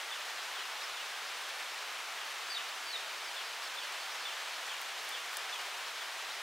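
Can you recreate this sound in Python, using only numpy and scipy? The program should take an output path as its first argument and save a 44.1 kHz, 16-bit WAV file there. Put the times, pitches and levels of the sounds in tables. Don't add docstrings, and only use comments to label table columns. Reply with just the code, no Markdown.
import sys
import numpy as np
from scipy import signal
from scipy.fft import rfft, irfft
from scipy.io import wavfile

SR = 44100
rng = np.random.default_rng(int(sys.argv[2]) if len(sys.argv) > 2 else 0)


def materialize(psi):
    bounded = np.clip(np.atleast_2d(psi).T, -1, 1)
    quanta = np.round(bounded * 32767).astype(np.int16)
    wavfile.write(sys.argv[1], SR, quanta)


def field_ratio(decibels):
    return 10 ** (np.asarray(decibels, dtype=float) / 20)


N = 283122
ATTACK_S, RELEASE_S = 0.005, 0.012


def rms_one(x):
    return x / np.sqrt(np.mean(x ** 2) + 1e-20)


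def at_hz(points, hz):
    table_hz, table_db = np.array(points).T
    return np.interp(np.log(np.maximum(hz, 1)), np.log(table_hz), table_db)


def drift(rate, size):
    r = np.exp(-2 * np.pi * rate / SR)
    noise = rng.standard_normal((size, N + SR))
    slow = signal.lfilter([1], [1, -2 * r, r * r], noise)[:, SR:]
    return slow / slow.std(axis=1, keepdims=True)


def add(track, s, sound):
    i = round(s * SR)
    track[i:i + len(sound)] += sound[:N - i]


def placed(x, lead_us, pan_db):
    turn = np.exp(1j * np.pi * np.fft.rfftfreq(N, 1 / SR) * lead_us * 1e-6)
    both = irfft(rfft(x) * np.array([turn, np.conj(turn)]), N)
    return both * field_ratio(np.array([[pan_db], [-pan_db]]) / 2)


def band_pass(order, low_hz, high_hz):
    return signal.butter(order, [low_hz, high_hz], "band", fs=SR, output="sos")


def dying_noise(t60, attack_s):
    t = np.arange(SR // 3) / SR
    return rng.standard_normal(len(t)) * field_ratio(-60 * t / t60) * np.minimum(t / attack_s, 1)


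def seconds(length):
    return np.arange(int(length * SR)) / SR


def bird(notes, flutter_db):
    out = np.zeros(N)
    for s, pitch_hz, level_db in notes:
        t = np.arange(len(pitch_hz)) / SR
        edges = np.minimum(1, np.minimum(t / ATTACK_S, t[::-1] / RELEASE_S))
        tone = np.sin(2 * np.pi * np.cumsum(pitch_hz) / SR)
        add(out, s, np.sqrt(2) * edges * field_ratio(level_db) * tone)
    return out * field_ratio(flutter_db * drift(100.0, size=1)[0])


def fall_note(s, hold, sag, db, goal_hz):
    from_hz, sag_s, sag_loss_db, fade_db_per_s = 3520, 0.038, -2, -45
    late = np.maximum(seconds(hold + sag) - hold, 0)
    hz = goal_hz + (from_hz - goal_hz) * np.exp(-late / sag_s)
    level_db = db + sag_loss_db * np.minimum(late / ATTACK_S, 1) + fade_db_per_s * late
    return s, hz, level_db


def falling_bird():
    # start in seconds, hold in seconds, sag in seconds, level in dB, pitch sagged towards in Hz.
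    fall_notes = [(.11, .025, .05, -45, 2350), (.548, .015, .095, -45, 2650),
                  (.958, .014, .09, -48.5, 2400), (1.42, .02, .06, -56, 2450),
                  (3.362, .021, .05, -45.5, 2400), (3.77, .025, .045, -44, 2400),
                  (4.25, .028, .048, -44, 2250), (4.685, .014, .07, -46, 2550),
                  (5.12, .023, .052, -46.5, 2400), (5.523, .013, .095, -44.5, 2700),
                  (5.998, .014, .055, -48.5, 2700)]
    return bird([fall_note(*row) for row in fall_notes], flutter_db=2.5)


def rise_note(s, climb, top_hz, db, swell_db):
    from_hz, bend, hold_share = 3600, 1.3, 0.75
    dip_db, top_loss_db = -2.5, -1.5
    up = np.minimum(seconds(climb * (1 + hold_share)) / climb, 1)
    hz = from_hz + (top_hz - from_hz) * up ** bend
    level_db = db + (swell_db + top_loss_db) * up + dip_db * np.sin(np.pi * up ** 2)
    return s, hz, level_db


def rising_bird():
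    # start in seconds, climb in seconds, top in Hz, level in dB, swell in dB.
    rise_notes = [(.392, .031, 5400, -49, -6), (.808, .029, 5400, -48, 3), (1.25, .028, 5450, -50, -2),
                  (1.69, .028, 5400, -55, -2), (3.215, .025, 5400, -57, 0), (3.615, .025, 5500, -50, 2),
                  (4.098, .024, 5750, -55, 8), (4.525, .033, 5620, -46, -11), (4.97, .031, 5400, -48, -12),
                  (5.37, .041, 5300, -53, -2), (5.84, .029, 5560, -53, 0), (6.3, .038, 5400, -45, -7)]
    return bird([rise_note(*row) for row in rise_notes], flutter_db=2.8)


def swoop_note(s, at, break_hz, db, swell_db):
    from_hz, fall_hz_per_s = 4850, 8800
    late_s, late_hz_per_s = 0.042, 4500
    break_s, dip_db_per_khz = 0.005, -22
    t = seconds(at + late_s)
    step = np.tanh((t - at) / break_s)
    hz = from_hz - fall_hz_per_s * t - break_hz * (1 + step) / 2
    hz = hz - late_hz_per_s * np.maximum(t - at, 0)
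    level_db = db + swell_db * t / t[-1] + dip_db_per_khz * break_hz / 1000 * (1 - step ** 2)
    return s, hz, level_db


def swooping_bird():
    # start in seconds, time to the break in seconds, break in Hz, level in dB, swell in dB.
    swoop_notes = [
        (2.493, .049, 420, -47.5, 7),
        (2.859, .07, 150, -55, 20),
    ]
    return bird([swoop_note(*row) for row in swoop_notes], flutter_db=3.0)


def slide_note(s, length, start_hz, db):
    return s, start_hz - 18000 * seconds(length), db


def sliding_bird():
    # start in seconds, length in seconds, starting pitch in Hz, level in dB.
    slide_notes = [
        (.915, .05, 4250, -57),
        (2.575, .045, 3150, -51),
        (3.245, .085, 5300, -55),
        (3.435, .08, 5300, -55),
        (3.608, .085, 5400, -56),
        (3.79, .08, 5300, -54),
        (3.972, .08, 5300, -56),
        (4.16, .09, 5550, -57),
        (4.39, .1, 5050, -58),
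    ]
    return bird([slide_note(*row) for row in slide_notes], flutter_db=2.2)


def slope_echo(x):
    delay_s, echo_db = 0.02, -7.5
    return field_ratio(echo_db) * np.roll(x, int(delay_s * SR)) * drift(90.0, size=1)[0]


def nibbles():
    # start in seconds, peak in dB, t60 in seconds, low band edge in Hz.
    cracks = [(3.639, -40, .012, 9000), (4.814, -35, .022, 7000), (5.029, -50, .02, 9000),
              (5.043, -46, .04, 14000), (5.090, -36, .022, 7000), (5.293, -46, .02, 8000),
              (5.313, -46, .015, 9000), (5.330, -40, .02, 9000), (5.339, -36.5, .025, 6500),
              (5.353, -46, .02, 8000), (5.3697, -24, .004, 4000), (5.3706, -27, .018, 4500),
              (5.578, -46, .05, 13500), (5.614, -39.5, .02, 7500)]
    out = np.zeros(N)
    for s, db, t60, low_hz in cracks:
        burst = dying_noise(t60, attack_s=0.00024)
        crack = signal.sosfilt(band_pass(1, low_hz, 15200), burst)
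        add(out, s, field_ratio(db) * crack / np.abs(crack).max())
    push = np.hanning(int(0.0061 * SR))
    add(out, 5.3697, field_ratio(-75) * push)
    return out


def straw():
    # start in seconds, peak in dB.
    ticks = [
        (.033, -43),
        (3.226, -46.5),
        (3.922, -39),
        (3.999, -45),
        (4.22, -47),
        (4.32, -41),
        (4.485, -47),
        (4.667, -37),
        (4.737, -42),
        (5.166, -45),
    ]
    out, band = np.zeros(N), band_pass(2, 4300, 8200)
    for s, db in ticks:
        tick = signal.sosfilt(band, dying_noise(0.022, attack_s=0.0005))
        add(out, s, field_ratio(db) * tick / np.abs(tick).max())
    return out


def knocks():
    # start in seconds, level in dB, t60 in seconds, brightness above 4 kHz in dB.
    blows = [
        (2.205, -46, 0.28, -22),
        (2.577, -42.5, 0.27, -18),
    ]
    # centre in Hz, width in Hz, level in dB.
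    body_modes = [(1190, 200, 7), (1510, 350, -1), (2080, 350, 1), (2670, 840, 3)]
    out = np.zeros(N)
    body_band = signal.butter(3, 900, "high", fs=SR, output="sos")
    for s, db, t60, bright_db in blows:
        burst = signal.sosfilt(body_band, dying_noise(t60, attack_s=0.0065))
        sound = field_ratio(bright_db) * signal.sosfilt(band_pass(2, 4500, 7000), burst)
        for hz, width, peak_db in body_modes:
            mode = signal.butter(2, [hz - width / 2, hz + width / 2], "band", fs=SR)
            sound += field_ratio(peak_db) * signal.lfilter(*mode, burst)
        add(out, s, field_ratio(db + 12.5) * sound)
    return out


def trees(x):
    t60_s, tail_db = 0.46, -6.5
    tails = np.array([dying_noise(t60_s, attack_s=0.0035) for path in range(4)])
    tails = tails / np.linalg.norm(tails)
    paths = signal.fftconvolve(x[None], tails, axes=1)[:, :N] * drift(42.0, size=4)
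    shared = paths.sum(axis=0)
    own = paths[::2].sum(axis=0) - paths[1::2].sum(axis=0)
    return field_ratio(tail_db) * np.array([shared + 0.32 * own, shared - 0.45 * own])


def hiss():
    # time in seconds, level in dB.
    level_points = [(0.0, -43.5), (1.6, -44), (2.5, -44), (5.6, -43.5), (6.42, -44.3)]
    # frequency in Hz, spectral density in dB per Hz.
    front_points = [(15, -87), (25, -57), (64, -47), (99, -42), (179, -32.5), (307, -20), (413, -11.5),
                    (526, -9), (707, -3.5), (1310, -1), (1870, -1.5), (2020, -2), (3120, -3), (6110, -11),
                    (15700, -26.5)]
    # frequency in Hz, side minus mid in dB.
    width_points = [(60, -22), (200, -23), (400, -22), (700, -22), (1100, -25.5), (1700, -21.5),
                    (2300, -20.5), (2900, -16.5), (4400, -13.5), (6000, -13), (8000, -13.5), (11000, -10.5),
                    (15000, -8.5)]
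    hz = np.fft.rfftfreq(N, 1 / SR)
    mid, side = rfft(rng.standard_normal((2, N))) * field_ratio(at_hz(front_points, hz))

    low = 1 / (1 + (hz / 1500) ** 2)
    high = 1 / (1 + (6000 / (hz + 1)) ** 2)
    breath = field_ratio(0.13 * drift(2.5, size=3) + 0.36 * drift(28.0, size=1))
    front = (irfft(mid * [low, 1 - low - high, high], N) * breath).sum(axis=0)

    band = np.digitize(hz, np.geomspace(250, 2500, 11))
    patch_db = np.r_[np.full(11, 4.5), 1.2][:, None] * drift(9.6, size=12)
    side = side * field_ratio(at_hz(width_points, hz)) * (band == np.arange(12)[:, None])
    apart = (irfft(side, N) * field_ratio(patch_db - 1.0)).sum(axis=0)

    level = field_ratio(np.interp(np.arange(N) / SR, *np.transpose(level_points)) + 2.5)
    ports = rms_one(np.array([front + apart, front - apart]))
    return level * ports * field_ratio(np.array([[0.1], [-0.1]]))


def scene():
    fall, rise, swoop, slide = falling_bird(), rising_bird(), swooping_bird(), sliding_bird()
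    birds = placed(fall, 28, 0.6) + placed(rise, -16, 1.6)
    birds = birds + placed(swoop + slope_echo(swoop), 34, 0.6) + placed(slide, 30, 0.6)
    near = placed(nibbles(), 9.5, 2.7) + placed(straw(), 32, 0.3)
    knock = knocks()
    tail = trees(fall + rise + swoop + slide + knock)
    return hiss() + birds + tail + placed(knock, 55, 0.3) + near


def top_cut(x):
    return signal.sosfilt(signal.butter(12, 16660, fs=SR, output="sos"), x)


def record(dry):
    top_hz = 15790
    hz = np.fft.rfftfreq(N, 1 / SR)
    mix = irfft(rfft(dry) * (hz < top_hz), N)
    return top_cut(mix)


dry = scene()
out = record(dry)
materialize(out)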